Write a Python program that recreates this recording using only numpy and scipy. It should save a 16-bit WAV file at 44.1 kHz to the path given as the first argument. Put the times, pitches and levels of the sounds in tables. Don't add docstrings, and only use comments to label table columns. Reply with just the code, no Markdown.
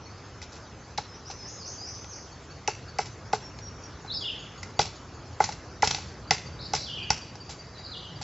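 import sys
import numpy as np
from scipy import signal
from scipy.fft import rfft, irfft
from scipy.io import wavfile
from scipy.ndimage import uniform_filter1d

SR = 44100
rng = np.random.default_rng(int(sys.argv[2]) if len(sys.argv) > 2 else 0)


def dump(signal):
    limited = np.clip(np.atleast_2d(signal).T, -1, 1)
    pcm = np.round(limited * 32767).astype(np.int16)
    wavfile.write(sys.argv[1], SR, pcm)


N = 362943
MIC_TOP_HZ = 7700


def gain_of(db):
    return 10 ** (np.asarray(db) / 20)


def unit_rms(x):
    return x / np.sqrt(np.mean(x ** 2) + 1e-20)


def at_hz(curve, hz):
    f, value = np.transpose(curve)
    return np.interp(np.log(hz + 1), np.log(f + 1), value)


def at_time(curve, s):
    return np.interp(s, *np.transpose(curve))


def add(mix, s, sound):
    part = mix[max(round(s * SR), 0):][:len(sound)]
    part += sound[:len(part)]


def coloured(x, spectrum, size=2048):
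    log_gain = np.log(gain_of(at_hz(spectrum, abs(np.fft.fftfreq(size, 1 / SR)))))
    minimum_phase = np.exp(np.conj(signal.hilbert(log_gain)))
    taps = np.fft.ifft(minimum_phase).real[:size // 2]
    return signal.oaconvolve(x, taps / np.linalg.norm(taps))[:N]


def band_limit(x):
    taps = signal.firwin(401, MIC_TOP_HZ, window=("kaiser", 7), fs=SR)
    return np.apply_along_axis(signal.oaconvolve, -1, x, taps, "same")


# (f/Hz, relative level/dB)
HUSH = [(20, -17.5), (35, -35), (55, -4.5), (92, 2.5), (150, -4.5), (230, -10.5), (400, -11), (600, -14.5),
        (1350, -17), (2100, -23.5), (3500, -29.5), (4700, -26.5), (6300, -28.5), (7600, -38.5)]
# (t/s, bass level/dB, drone level/dB)
RUMBLE = [(0.0, -46.5, -59.5), (1.3, -48, -57), (1.98, -47.5, -57.5), (3.72, -45.5, -53.5),
          (5.0, -46, -57.5), (6.55, -44, -50.5), (7.76, -48, -56.5), (8.2, -47.5, -48)]
def hush(db=-44, drone_hz=155, swirl_db=4.5):
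    t = np.arange(N // 512 + 5) * 512 / SR
    hz = np.fft.rfftfreq(2048, 1 / SR)[:, None]
    noise = rng.standard_normal((5, len(hz), len(t)))
    swirl = uniform_filter1d(noise[4], size=22, axis=0)
    swirl = unit_rms(uniform_filter1d(swirl, size=4, axis=1))
    s, bass_db, drone_db = np.transpose(RUMBLE)
    swell_db = bass_db - bass_db.mean()
    drone_swell_db = drone_db - drone_db.mean() - swell_db
    level_db = at_hz(HUSH, hz) + np.interp(t, s, swell_db) / (1 + hz / 700)
    level_db += np.interp(t, s, drone_swell_db) * np.exp(-((hz - drone_hz) / 40) ** 2)
    level_db += swirl_db * hz / (hz + 2000) * swirl
    spectra = (noise[:2] + 1j * noise[2:4]) * gain_of(level_db) * (hz < MIC_TOP_HZ)
    mid, side = signal.istft(spectra, nperseg=2048, noverlap=1536)[1][:, :N]
    return gain_of(db) * stereo(unit_rms(mid), unit_rms(side))


def whistle(length_s, first_hz, middle_hz, last_hz, waver=.012):
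    progress = np.linspace(0, 1, max(int(length_s * SR), 64))
    hz = np.polyval(np.polyfit([0, .5, 1], [first_hz, middle_hz, last_hz], 2), progress)
    hz *= 1 + waver * np.interp(progress, np.linspace(0, 1, 20), rng.standard_normal(20))
    return unit_rms(np.sin(2 * np.pi * np.cumsum(hz) / SR) * signal.windows.tukey(len(hz), .35))


# (t/s, level/dB)
PIP_LOWER = [(0, -38.5), (0.5, -86), (2.3, -47), (2.85, -41), (3.4, -65.5), (4.6, -47), (5.7, -54.5),
             (6.1, -47.5), (6.7, -36), (8.2, -41.5)]
PIP_UPPER = [(3.9, -55), (4.25, -46.5), (5.0, -50), (5.5, -61)]
def pipping_bird(every_s=.1884, length_s=.028, start_hz=4406, climb_hz_per_s=44, arch=.045):
    pips = np.zeros(N)
    for s in np.arange(.067, N / SR, every_s):
        hz = (start_hz + climb_hz_per_s * s) * np.array([1 - arch, 1, 1 - arch])
        for ratio, levels in (1, PIP_LOWER), (1.47, PIP_UPPER):
            add(pips, s - length_s / 2, gain_of(at_time(levels, s)) * whistle(length_s, *(ratio * hz)))
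    return pips


# (f/Hz, level/dB, t60/s)
TRUNK_MODES = [(167, -21, 0.12), (733.6, -13.5, 0.081), (809.4, 2.5, 0.019), (894, -9.5, 0.057),
               (1114, -20, 0.09), (1357, -12, 0.051), (1572, -12, 0.012), (2205, -14, 0.027)]
def knock(pitch=1, deep_db=-8, swell_s=.00039, contact_s=.0068, ring_db=-7, deep_hz=419.6):
    t = np.arange(SR // 6) / SR
    contact = np.exp(-(t / contact_s) ** 4)
    detune = 1 + .022 * rng.standard_normal(len(TRUNK_MODES))
    body = np.zeros(len(t))
    for (hz, db, t60), tuning in zip(TRUNK_MODES, detune):
        envelope = .5 * contact + gain_of(ring_db - 60 * t / t60) * (1 - contact)
        body += gain_of(db) * envelope * np.sin(2 * np.pi * hz * pitch * tuning * t)
    deep_envelope = (1 - np.exp(-t / .002)) * gain_of(-60 * t / .068)
    deep_mode = gain_of(deep_db - 6.5) * deep_envelope * np.sin(2 * np.pi * deep_hz * detune[0] * t)
    return (body + deep_mode) * (1 - np.exp(-(t / swell_s) ** 2))


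def fibres(count, clump_db):
    clumps = unit_rms(uniform_filter1d(rng.standard_normal(count), size=48))
    return unit_rms(band_limit(rng.standard_normal(count)) * gain_of(clump_db * np.clip(clumps, -2, 2)))


def strike(tree, s, knock_db, tick_db, crack_db, crack_s=.0018, tick_s=.0021, lead_s=0, **trunk):
    t = np.arange(SR // 4) / SR
    bite = 1 - np.exp(-t / .0014)
    tick = fibres(len(t), clump_db=2) * bite * np.exp(-t / tick_s)
    crack = fibres(len(t), clump_db=6.5) * bite * np.exp(-t / crack_s)
    add(tree["knocks"], s, gain_of(knock_db + 2.5) * knock(**trunk))
    add(tree["ticks"], s - lead_s, gain_of(tick_db) * tick)
    add(tree["cracks"], s - lead_s, gain_of(crack_db) * crack)


def tear(tree, s, db, length_s=.031, delay_s=.004, rise_s=.0041):
    t = np.arange(SR // 4) / SR
    envelope = (1 - np.exp(-t / rise_s)) * np.exp(-(t / length_s) ** 2)
    add(tree["cracks"], s + delay_s, gain_of(db) * fibres(len(t), clump_db=4.5) * envelope)


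# (t/s, length/s, knock/dB, tick/dB, scrape/dB)
SCRAPES = [(0.416, 0.022, -52, -39, -40), (0.52, 0.069, -60, -55, -51), (1.3, 0.019, -32.5, -50, -41.5),
           (3.052, 0.032, -60, -50, -46.5), (4.63, 0.0071, -45, -27, -38), (5.88, 0.22, -45, -48, -48),
           (7.492, 0.038, -40, -36.5, -39.5), (8.213, 0.023, -36, -45, -37.5)]
def scrapes(tree):
    for s, length_s, knock_db, tick_db, scrape_db in SCRAPES:
        strike(tree, s, knock_db, tick_db, scrape_db)
        tear(tree, s, scrape_db, length_s, delay_s=0)


# (t/s, knock/dB, trunk pitch factor, deep mode trim/dB, knock swell/s,
# tick/dB, crack/dB, crack decay/s, tearing/dB, lead of the crack over the knock/s)
BLOWS = [(0.9831, -20.5, 0.99, -9.5, 0.00069, -26, -26.5, 0.0066, -49.5, 0.0073),
         (2.6810, -18.5, 1.015, 1.5, .0008, -16, -35, 0.0039, -42, 0.0055),
         (2.9893, -15, 1, -6, 0.00085, -21, -27.5, 0.0034, -40.5, 0.0037),
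         (3.3323, -12, 0.96, -5.5, 0.0015, -23, -28.5, .005, -40.5, 0.0033),
         (4.7932, -11, 0.98, -5, 0.00086, -24.5, -16.5, 0.0031, -28.5, 0.0018),
         (5.4035, -8.5, .98, -7.5, 0.00096, -31, -28.5, 0.0036, -36, 0.0016),
         (5.8297, -9.5, 1.04, -7.5, 0.00084, -18, -8, 0.0019, -29, 0.0073),
         (6.3106, -14, 0.98, -6, 0.0008, -12.5, -15, 0.0049, -33, 0.003),
         (6.7355, -16, 0.97, -8.5, 0.0017, -45, -20, 0.0037, -32.5, 0.0011),
         (7.1030, -13.5, 0.989, -13, 0.0024, -20.5, -12.5, 0.0034, -40.5, 0.00024)]
def blows(tree):
    for s, knock_db, pitch, deep_db, swell_s, tick_db, crack_db, crack_s, tear_db, lead_s in BLOWS:
        strike(tree, s, knock_db, tick_db, crack_db, crack_s,
               lead_s=lead_s, pitch=pitch, deep_db=deep_db, swell_s=swell_s)
        tear(tree, s, tear_db)


def glide(length_s, first_hz, last_hz, bend, waver=.012):
    return whistle(length_s, first_hz, first_hz + bend * (last_hz - first_hz), last_hz, waver)


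# (t/s, length/s, f/Hz, level/dB)
THIN_WHISTLES = [(1.08, 0.073, 5170, -60), (1.14, .027, 5870, -59), (1.95, .13, 6220, -59.5),
                 (3.42, 0.055, 5520, -54), (3.605, 0.094, 5670, -55), (3.835, 0.015, 5640, -50.5)]
def thin_whistles(sag=.026, direct_db=7.5):
    for s, length_s, hz, db in THIN_WHISTLES:
        yield s, glide(length_s, hz, hz * (1 - sag), bend=0), db, direct_db


# (t/s, sweep top/Hz, sweep/dB, lead-in first/Hz, lead-in last/Hz, lead-in/dB)
SEESAW = [(1.247, 6320, -45.5, 5050, 5150, -67.5), (1.447, 6740, -44, 5260, 4880, -46.5),
          (1.640, 6620, -41, 5330, 4070, -46), (1.840, 6220, -42, 4770, 5160, -42.5)]
# (t/s, level/dB)
FLICKS = [(1.901, -50.5), (2.086, -44.5)]
def seesaw_song(lead_s=.066, direct_db=0):
    for s, top_hz, db, lead_first_hz, lead_last_hz, lead_db in SEESAW:
        yield s - lead_s, glide(lead_s, lead_first_hz, lead_last_hz, bend=.34), lead_db, direct_db
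        yield s, glide(.06, first_hz=4550, last_hz=top_hz, bend=.7), db, direct_db
    for s, db in FLICKS:
        yield s, glide(.064, first_hz=6730, last_hz=4330, bend=.38), db, direct_db


# (t/s, knock/dB, crack/dB)
TAPS = [(1.8150, -41, -37), (2.0440, -44, -34), (3.5865, -63, -29), (4.0470, -37.5, -39.5),
        (4.061, -55, -37), (5.328, -49, -39), (7.3540, -39.5, -35), (7.797, -45, -42.5)]
def taps(tree):
    for s, knock_db, crack_db in TAPS:
        strike(tree, s, knock_db, tick_db=crack_db - 11.5, crack_db=crack_db)


# (t/s, first/Hz, last/Hz, level/dB)
FALLS = [(4.073, 4210, 3660, -49), (4.134, 5410, 4520, -38.5), (4.204, 3565, 2710, -42),
         (4.247, 3690, 2530, -37.5), (6.857, 3530, 2660, -37.5), (6.945, 3393, 2297, -37.5),
         (7.741, 4150, 3700, -52.5), (7.827, 5070, 3710, -44), (7.911, 4410, 2600, -41.5),
         (8.015, 3230, 2740, -50)]
# (t/s, last/Hz, level/dB)
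RISES = [(4.098, 4930, -38), (6.587, 5620, -40), (6.767, 6000, -36)]
# (t/s, trim/dB)
SLUR_DIRECT = [(4.2, 6), (6.8, -3.5), (7.9, 0.5)]
def slurring_bird(fall_s=.05, rise_s=.037, foot_hz=3600, bend=.42, waver=.0238):
    for s, first_hz, last_hz, db in FALLS:
        yield s, glide(fall_s, first_hz, last_hz, bend, waver), db, at_time(SLUR_DIRECT, s)
    for s, last_hz, db in RISES:
        yield s, glide(rise_s, foot_hz, last_hz, bend, waver), db, at_time(SLUR_DIRECT, s)


# (t/s, knock/dB, crack/dB)
SPLINTERS = [(4.853, -36.5, -25), (5.4402, -28, -12.5), (5.4899, -27, -24), (5.522, -46.5, -27.5),
             (5.8737, -33, -12), (5.908, -30, -15), (5.9450, -33, -16.5), (5.9829, -33.5, -34),
             (6.7495, -51, -20), (6.7635, -56, -22)]
def splinters(tree):
    for s, knock_db, crack_db in SPLINTERS:
        strike(tree, s, knock_db, tick_db=crack_db - 8.5, crack_db=crack_db, crack_s=.0026)
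        tear(tree, s, crack_db - 25.5)


# (f/Hz, t60/s before scaling)
FOREST_T60 = [(200, 1), (800, 0.67), (2500, 1), (5000, 0.68), (8000, 0.92)]
def forest(x, build_s, t60_scale, echoes_per_s=2500):
    echoes = rng.standard_normal(SR) * (rng.random(SR) < echoes_per_s / SR)
    hz, t, bands = signal.stft(echoes, SR, nperseg=256)
    t60 = t60_scale * at_hz(FOREST_T60, hz)[:, None]
    bands *= gain_of(-60 * t / t60) * (1 - np.exp(-t / build_s))
    tail = signal.istft(bands, SR, nperseg=256)[1]
    return signal.fftconvolve(x, tail / np.linalg.norm(tail))[:N]


# (f/Hz, side gain/dB)
WIDTH = [(60, -59), (500, -68), (1500, -55.5), (3300, -71), (4400, -13.5), (5500, -3), (7500, -12)]
def stereo(mid, side):
    side = irfft(rfft(side) * gain_of(at_hz(WIDTH, np.fft.rfftfreq(N, 1 / SR))), N)
    return np.array([mid + side, mid - side])


# (f/Hz, level/dB)
CRACK_COLOUR = [(60, 4.5), (160, 11), (280, -9), (550, -6), (850, 2.5), (1200, 0.5), (1800, -2.5),
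                (2500, 1.5), (3300, 0.5), (4200, 5), (5000, 5.5), (5700, 7.5), (6600, 0.5), (7800, 0)]
# (f/Hz, width/Hz, level/dB)
BILL_MODES = [(2087, 250, 14), (2623, 180, 11.5), (4560, 110, -11), (5440, 900, 10.5), (6670, 1200, -23.5)]
def woodpecker():
    tree = {layer: np.zeros(N) for layer in ("knocks", "ticks", "cracks")}
    for action in scrapes, blows, taps, splinters:
        action(tree)
    hz = np.geomspace(100, SR / 2, num=300)
    tick_power = sum(gain_of(db) ** 2 / (1 + ((hz - f) / width) ** 2) ** 2
                     for f, width, db in BILL_MODES)
    tick_colour = np.transpose([hz, 10 * np.log10(tick_power)])
    knocks = tree["knocks"]
    snaps = coloured(tree["cracks"], CRACK_COLOUR) + coloured(tree["ticks"], tick_colour)
    direct = knocks + snaps
    near = forest(gain_of(-7) * knocks + gain_of(-6) * snaps, build_s=.0011, t60_scale=.12)
    far = forest(gain_of(-22.5) * knocks + gain_of(-9) * snaps, build_s=.0045, t60_scale=.62)
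    side = gain_of(-1.5) * forest(direct, build_s=.001, t60_scale=.1)
    return stereo(direct + near + far, side)


def songbirds(pip_direct_db=-8.5, pip_echo_db=-11):
    pips = pipping_bird()
    scattered = gain_of(pip_echo_db) * pips
    direct = np.zeros(N)
    for s, note, db, direct_db in (*thin_whistles(), *seesaw_song(), *slurring_bird()):
        add(scattered, s, gain_of(db) * note)
        add(direct, s, gain_of(db + direct_db) * note)
    first = .6 * direct + .6 * forest(direct, build_s=.002, t60_scale=.2)
    echo = forest(scattered, build_s=.016, t60_scale=.8)
    late = gain_of(-5) * forest(scattered, build_s=.12, t60_scale=.84)
    side = gain_of(-3.5) * forest(scattered, build_s=.01, t60_scale=1.3)
    return stereo(first + gain_of(pip_direct_db) * pips + echo + late, side)


def scene():
    return hush() + songbirds() + woodpecker()


def record(dry):
    bass_cut = signal.butter(2, 36, "highpass", fs=SR, output="sos")
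    return band_limit(signal.sosfilt(bass_cut, dry))


dry = scene()
out = record(dry)
dump(out)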